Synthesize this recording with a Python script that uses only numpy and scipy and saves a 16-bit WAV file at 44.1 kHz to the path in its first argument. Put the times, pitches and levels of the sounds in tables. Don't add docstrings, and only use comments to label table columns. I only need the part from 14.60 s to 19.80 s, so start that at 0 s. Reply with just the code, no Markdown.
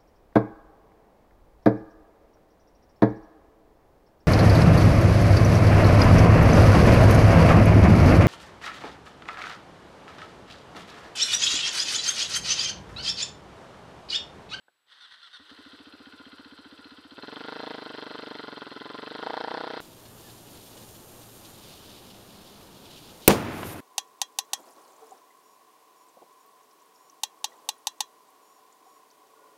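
import sys
import numpy as np
from scipy import signal
from scipy.fft import rfft, irfft, next_fast_len
from scipy.io import wavfile
from scipy.ndimage import map_coordinates

SR = 44100
rng = np.random.default_rng(int(sys.argv[2]) if len(sys.argv) > 2 else 0)


def pcm_store(signal):
    levels = np.round(np.clip(np.atleast_2d(signal), -1, 1) * 32767)
    wavfile.write(sys.argv[1], SR, levels.astype(np.int16).T)


N = 229496
TIME = np.arange(N) / SR

# time_s, firing_hz
ENGINE_SPEED = [(.71, 6.56), (.864, 7.67), (.927, 13.23), (1.225, 14.78), (1.827, 15.69), (2.047, 14.63),
                (2.293, 15.82), (2.492, 14.21), (2.752, 24.73), (3.022, 27.65), (3.32, 24.35),
                (3.712, 24.45), (4.086, 20.34), (4.556, 25.36), (4.7, 28.75), (4.869, 27.99),
                (4.935, 31.98), (5.091, 30.15)]
# time_s, drive_db
THROTTLE = [(0.802, -73), (1.05, -70), (2.482, -74), (2.585, -50), (2.84, -45.5), (3.04, -41.5),
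            (3.2, -45.5), (3.7, -45), (4.1, -48.5), (4.59, -44), (4.66, -36), (4.92, -36.5), (5.17, -41.5)]
# start_s, level_db
CLICKS = [(0.082, -53.5), (0.269, -69)]
# start_s, length_s, extra_grind_db, squeal_db, mesh_hz
STRAINS = [(.31, .035, 3, -63, 700), (.401, .068, 4.5, -51.5, 730), (.504, .06, 5.5, -62, 750),
           (.62, .072, 3, -53, 700), (.726, .055, 6, -48, 750), (.889, .028, 8, -62, 750)]
# multiple, gain_db
MESH_HARMONICS = [(2, -3), (5, 0), (6, -6), (8, -17), (12, -24)]
# start_s, level_db
CRANK_THUMPS = [(.41, -77), (.515, -70), (0.733, -73)]
# delay_s (at 27 firings/s), gain_db, db_per_load_db
EXHAUST_PATHS = [(0, 0.5, -0.34), (.0065, -2.5, -1.08), (0.012, -9.5, -1.14), (0.013, -8.5, -0.6)]

PISTON_SLAPS = [(-.092, 0.059, 0.66), (.017, 0.032, 0.72), (.2, .03, 1)]
VALVE_TICKS = [(.05, 0.16, .35), (.3, 0.005, 0.27), (.64, .025, .6)]

# frequency_hz, relative_db
HISS_EQ = [(40, -21), (100, -13), (300, -8), (650, -6), (1450, 0.5), (2300, -6), (3900, -3.5),
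           (6000, -18.5), (10000, -17.5), (15000, -18.5)]
SWITCH_EQ = [(90, -43), (200, -18), (350, -2.5), (750, -3), (1200, -16), (1550, -1), (2200, -34),
             (5000, -43), (9000, -59)]
GRIND_EQ = [(60, -38), (250, -20.5), (700, -15), (1050, -6.5), (1450, -4), (1900, -1), (2400, -13.5),
            (2900, -2), (3500, 0.5), (4100, -1.5), (4800, -8), (6000, -20), (6800, -27), (9000, -23),
            (15000, -50)]
CASE_EQ = [(80, -29.5), (250, -2.5), (420, 4.5), (560, -2), (780, -3.5), (980, -1.5), (1180, -3), (1420, 5),
           (1700, -3.5), (2050, -5), (2300, -16), (3400, -36), (6000, -43)]
VALVE_EQ = [(1300, -38.5), (2350, -12), (2670, -11), (2870, -6.5), (3100, -5), (3500, -6.5), (4200, -2.5),
            (4500, -8.5), (4800, -5.5), (5200, -15.5), (5700, -17), (6700, -33.5), (9000, -55)]
RASP_EQ = [(800, -36), (1400, 10), (2400, -1.5), (3200, 11), (3700, 1), (4200, 11), (5000, -38.5),
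           (6500, -56), (9000, -77), (15000, -26)]
FIZZ_EQ = [(4000, -10.5), (6700, -10), (7900, -5), (8800, -6), (9900, -6), (11000, -9), (13000, -13.5),
           (15000, -19)]
FRONT_EQ = [(60, -39), (110, -30.5), (190, -11.5), (330, -15), (460, 0), (620, -8.5), (880, -9),
            (1150, -10), (1450, -25), (2000, -27), (2450, -30), (3400, -30), (4400, -82), (6500, -78)]
GAS_EQ = [(70, -66), (300, -5), (600, 2), (900, 6.5), (1150, 10), (1450, 7.5), (2000, 3.5), (2450, -13),
          (3200, -1.5), (4200, -1.5), (5200, -9), (6500, -34), (9000, -31), (15000, -68)]

# centre_hz, width_hz, gain_db
STARTER_RINGS = [(1050, 120, 4), (1480, 200, 7), (1900, 140, 4), (3200, 120, 3), (3560, 220, 4),
                 (4100, 120, 4), (6200, 220, 7)]
PANEL_RINGS = [(1032, 35, 9), (1423, 203, 4), (2016, 40, 3.5), (2630, 76, 9), (3156, 66, 7),
               (3540, 140, 4.5), (4152, 37, 7.5), (4600, 39, 2.5)]
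FIZZ_RINGS = [(7870, 330, 5.5), (9920, 340, 2)]
SILENCER_MODES = [(71, 17, -2), (137, 86, 2), (175.3, 18.7, -11.5), (360, 16, 6), (578, 150, -5.5),
                  (638, 28, 4.5), (706, 104, -3.5), (878, 34, -2.5)]

# idle_db, db_per_speed_doubling, db_per_load_db
BOOM_LAW, GEAR_LAW = (-53, 9.5, -0.83), (-57, 9.3, 0.23)
VALVE_LAW, RASP_LAW = (-59.5, 8.75, -0.041), (-51.5, 13.26, -3)
IDLE_HZ, CRUISE_DB = 15.84, -42


def amp(db):
    return 10 ** (np.asarray(db) / 20)


def unit(x):
    return x / np.sqrt(np.mean(x ** 2) + 1e-20)


def curve(rows, at=TIME):
    return np.interp(at, *np.transpose(rows))


def noise():
    return rng.standard_normal(N)


def wobble(knots_hz):
    return map_coordinates(rng.standard_normal(int(N * knots_hz / SR) + 4), [TIME * knots_hz])


def eq_db(eq, hz):
    points_hz, level_db = np.transpose(eq)
    return np.interp(np.log(hz + 1), np.log(points_hz), level_db)


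def colour(x, eq, rings=(), size=4096):
    hz = np.fft.rfftfreq(size, 1 / SR)
    rings_db = sum(db / (1 + (2 * (hz - centre) / width) ** 2) for centre, width, db in rings)
    cepstrum = irfft(np.log(amp(eq_db(eq, hz) + rings_db) + 1e-6))
    cepstrum[1:size // 2] *= 2
    cepstrum[size // 2 + 1:] = 0
    response = irfft(np.exp(rfft(cepstrum)))
    return signal.fftconvolve(x, response / np.linalg.norm(response))[:N]


def pulse(eq, size=1024):
    gain = amp(eq_db(eq, np.fft.rfftfreq(size, 1 / SR)))
    shape = np.roll(irfft(gain), size // 2) * np.hanning(size)
    return shape / np.linalg.norm(shape)


def impulses(times, sizes):
    return np.bincount(np.clip(np.round(times * SR).astype(int), 0, N), sizes, N + 1)[:N]


def add(out, sound, start_s):
    part = out[max(round(start_s * SR), 0):][:len(sound)]
    part += sound[:len(part)]


def bump(cycles, centre, width):
    return np.exp(-.5 * (((cycles - centre + .5) % 1 - .5) / width) ** 2) * (cycles > -.5)


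def accents(cycles, rows):
    return 1 + sum(strength * bump(cycles, centre, width) for centre, width, strength in rows)


def engine_clock(first_firing_s=.799):
    rate = curve(ENGINE_SPEED)
    cycles = np.cumsum(rate) / SR
    cycles -= np.interp(first_firing_s, TIME, cycles)
    times = np.interp(np.arange(int(cycles[-1]) + 1), cycles, TIME)
    return cycles, times, np.interp(times, TIME, rate)


def load_db(at):
    return np.maximum(curve(THROTTLE, at) - CRUISE_DB, 0)


def follow(law, rates, at=TIME):
    idle_db, doubling_db, per_load = law
    return idle_db + doubling_db * np.log2(rates / IDLE_HZ) + per_load * load_db(at)


def pipe_trip(delay_s, rates):
    return delay_s * (27 / rates) ** .28


def background(cycles, hiss_db=-76, whistle_hz=7870, whistle_db=-85, flutter_db=-76):
    whistle = np.sin(2 * np.pi * np.cumsum(whistle_hz + 45 * wobble(230)) / SR)
    whistle *= amp(whistle_db + 1.6 * wobble(90))
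    fuzzy = np.sin(2 * np.pi * np.cumsum(whistle_hz + 170 * wobble(900)) / SR)
    pulling = np.interp(TIME, [2.5, 2.9, 3.9, 4.5], [0.23, 0.82, 1, 0.79])
    hiss = amp(hiss_db) * colour(noise(), HISS_EQ)
    flutter = fuzzy * pulling * bump(cycles, centre=.47, width=.055) * amp(flutter_db + 1.2 * wobble(55))
    return hiss + whistle + flutter


def faint_tone(peak_s=3.54, length_s=.46, pitch_hz=620, waver_hz=6, level_db=-59):
    swell = np.cos(np.pi * np.clip((TIME - peak_s) / length_s, -.5, .5))
    phase = 2 * np.pi * np.cumsum(pitch_hz + waver_hz * wobble(40)) / SR
    return amp(level_db) * np.sqrt(np.abs(swell)) * np.sin(phase)


def switches(t60_s=0.035):
    fades = sum(amp(db - 60 * np.abs(TIME - s) / t60_s) * (TIME >= s) for s, db in CLICKS)
    return colour(noise() * fades, SWITCH_EQ)


def starter(on_s=.26, off_s=1.15, spin_up_s=.06, run_down_s=.078, free_db=-56.5, sag=.13, edge_s=.012):
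    spin = np.clip((TIME - on_s) / spin_up_s, 0, 1) * np.exp(-np.maximum(TIME - off_s, 0) / run_down_s)
    grind_db, squeals = np.full(N, free_db), np.zeros(N)
    waver = .012 * wobble(900)
    for start_s, length_s, extra_db, squeal_db, mesh_hz in STRAINS:
        now = (TIME >= start_s) & (TIME < start_s + length_s)
        progress = (TIME[now] - start_s) / length_s
        bite = np.clip(np.minimum(progress, 1 - progress) * length_s / edge_s, 0, 1)
        phase = 2 * np.pi * np.cumsum(mesh_hz * (1 - sag * progress ** 2 + waver[now])) / SR
        grind_db[now] += extra_db * bite
        squeals[now] += amp(squeal_db) * bite * sum(amp(db) * np.sin(k * phase) for k, db in MESH_HARMONICS)
    grind = colour(rattle(600), GRIND_EQ, STARTER_RINGS)
    roughness = unit(amp(3 * wobble(250)))
    return spin * amp(grind_db) * grind + squeals * roughness


def rattle(grain_hz=700, grain_db=2):
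    return unit(noise() * amp(grain_db * wobble(grain_hz)))


def machinery(cycles, fizz_db=-74, fizz_follow=0.45):
    rate = curve(ENGINE_SPEED)
    gear_db, valve_db, air_db = (follow(law, rate) for law in (GEAR_LAW, VALVE_LAW, RASP_LAW))
    fade_in = np.interp(TIME, [.72, .9], [0, 1])
    case = colour(rattle() * accents(cycles, PISTON_SLAPS) * amp(gear_db), CASE_EQ, PANEL_RINGS)
    valves = colour(rattle() * accents(cycles, VALVE_TICKS) * amp(valve_db), VALVE_EQ, PANEL_RINGS)
    gulp = 1.69 * bump(cycles, centre=-.185, width=.034) * amp(1.2 * wobble(20))
    rasp = colour(noise() * gulp * amp(air_db), RASP_EQ, PANEL_RINGS)
    fizz = rattle() * (0.98 + 1.7 * bump(cycles, centre=.43, width=.1))
    fizz *= amp(fizz_db + fizz_follow * (valve_db - valve_db.max()))
    return fade_in * (case + valves + rasp + colour(fizz, FIZZ_EQ, FIZZ_RINGS))


def thuds(times, rates, idle_db=-58, db_per_hz=-.3, idle_pitch_hz=81, t60_s=0.12, attack_s=0.0023):
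    t = TIME[:SR // 4]
    strokes = [(s, max(rate, IDLE_HZ), idle_db) for s, rate in zip(times, rates)]
    strokes += [(s, IDLE_HZ, db) for s, db in CRANK_THUMPS]
    out = np.zeros(N)
    for start_s, rate, db in strokes:
        sped_up = t * (rate / IDLE_HZ) ** .98
        envelope = amp(-60 * sped_up / t60_s) * (1 - np.exp(-sped_up / attack_s))
        thud = np.sin(2 * np.pi * idle_pitch_hz * sped_up) * envelope
        add(out, amp(db + db_per_hz * (rate - IDLE_HZ)) * thud, start_s)
    return out


def boom(times, rates, from_hz=228, to_hz=338, glide_s=.014, attack_s=.0015, lead_s=.0029):
    t = TIME[:SR // 8]
    turns = to_hz * t - (to_hz - from_hz) * glide_s * (1 - np.exp(-t / glide_s))
    levels_db = follow(BOOM_LAW, np.minimum(rates, 21.8), times)
    out = np.zeros(N)
    for start_s, rate, db in zip(times, rates, levels_db):
        age_cycles = t * rate
        body = np.exp(-(age_cycles / .17) ** 2 / 2)
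        tail = amp(-19 - 12 * age_cycles)
        transpose = rng.normal(1, .018) * (rate / IDLE_HZ) ** .1
        puff = -np.sin(2 * np.pi * turns * transpose) * (body + tail) * (1 - np.exp(-t / attack_s))
        add(out, puff / np.linalg.norm(puff) * np.sqrt(SR / rate) * amp(db), start_s - lead_s)
    return out


def bark(times, rates, jitter_s=.00004, scatter_db=1, gush_s=.0016, gas_db=-5.5, shell_db=-8, front_db=-3):
    drive_db = curve(THROTTLE, times)
    fronts = np.zeros(N)
    for delay_s, db, per_load in EXHAUST_PATHS:
        arrivals = times + pipe_trip(delay_s, rates) + rng.normal(0, jitter_s, len(times))
        level_db = drive_db + db + per_load * load_db(times) + rng.normal(0, scatter_db, len(times))
        fronts += impulses(arrivals, amp(level_db) * np.sqrt(SR / rates))
    gush = np.exp(-TIME[:SR // 20] / gush_s)
    gas_power = signal.fftconvolve(fronts ** 2, gush / gush.sum())[:N]
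    turbulence = np.sqrt(np.abs(gas_power)) * noise()
    gas_and_shell = colour(amp(gas_db) * turbulence - amp(shell_db) * fronts, GAS_EQ, PANEL_RINGS)
    crack = signal.fftconvolve(fronts, pulse(FRONT_EQ), "same")
    return gas_and_shell + amp(front_db) * crack


def blast(times, rates, centre_hz=680, sweep_hz=360, glide_s=.0022, width_s=.0015, full_db=-36):
    t = np.arange(-SR // 100, SR // 100) / SR
    turns = centre_hz * t + sweep_hz * glide_s * np.log(np.cosh(t / glide_s))
    variations = rng.standard_normal((len(times), 3)) * [.025, .5, .00005]
    out = np.zeros(N)
    for start_s, rate, (detune, scatter_db, jitter_s) in zip(times, rates, variations):
        drive_db = curve(THROTTLE, start_s)
        slack_db = np.clip(drive_db - full_db, -14, 0)
        peak_s = .00061 + .00017 * slack_db
        swell = np.exp(-((t - peak_s) / width_s) ** 2 / 2)
        phase = 2 * np.pi * turns * (1 + detune)
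        wave = swell * (np.cos(phase) - .22 * np.sin(2 * phase))
        gain = amp(drive_db + .45 * slack_db + 1 + scatter_db) * np.sqrt(SR / rate)
        arrival_s = start_s + pipe_trip(.0065, rate) + jitter_s
        add(out, gain * wave / np.linalg.norm(wave), arrival_s + t[0])
    return out


def scene():
    cycles, times, rates = engine_clock()
    puffs = boom(times, rates) + thuds(times, rates) + bark(times, rates) + blast(times, rates)
    exhaust = colour(puffs, eq=[(20, 0), (20000, 0)], rings=SILENCER_MODES)
    return (exhaust + machinery(cycles) + starter() + switches() + background(cycles) + faint_tone())[None]


def record(dry, low_cut_hz=68.5, top_hz=15300):
    thin = signal.sosfilt(signal.butter(2, low_cut_hz, "high", fs=SR, output="sos"), dry)
    size = next_fast_len(N + SR // 2)
    passband = np.fft.rfftfreq(size, 1 / SR) < top_hz
    return irfft(rfft(thin, size) * passband, size)[..., :N]


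dry = scene()
out = record(dry)
pcm_store(out)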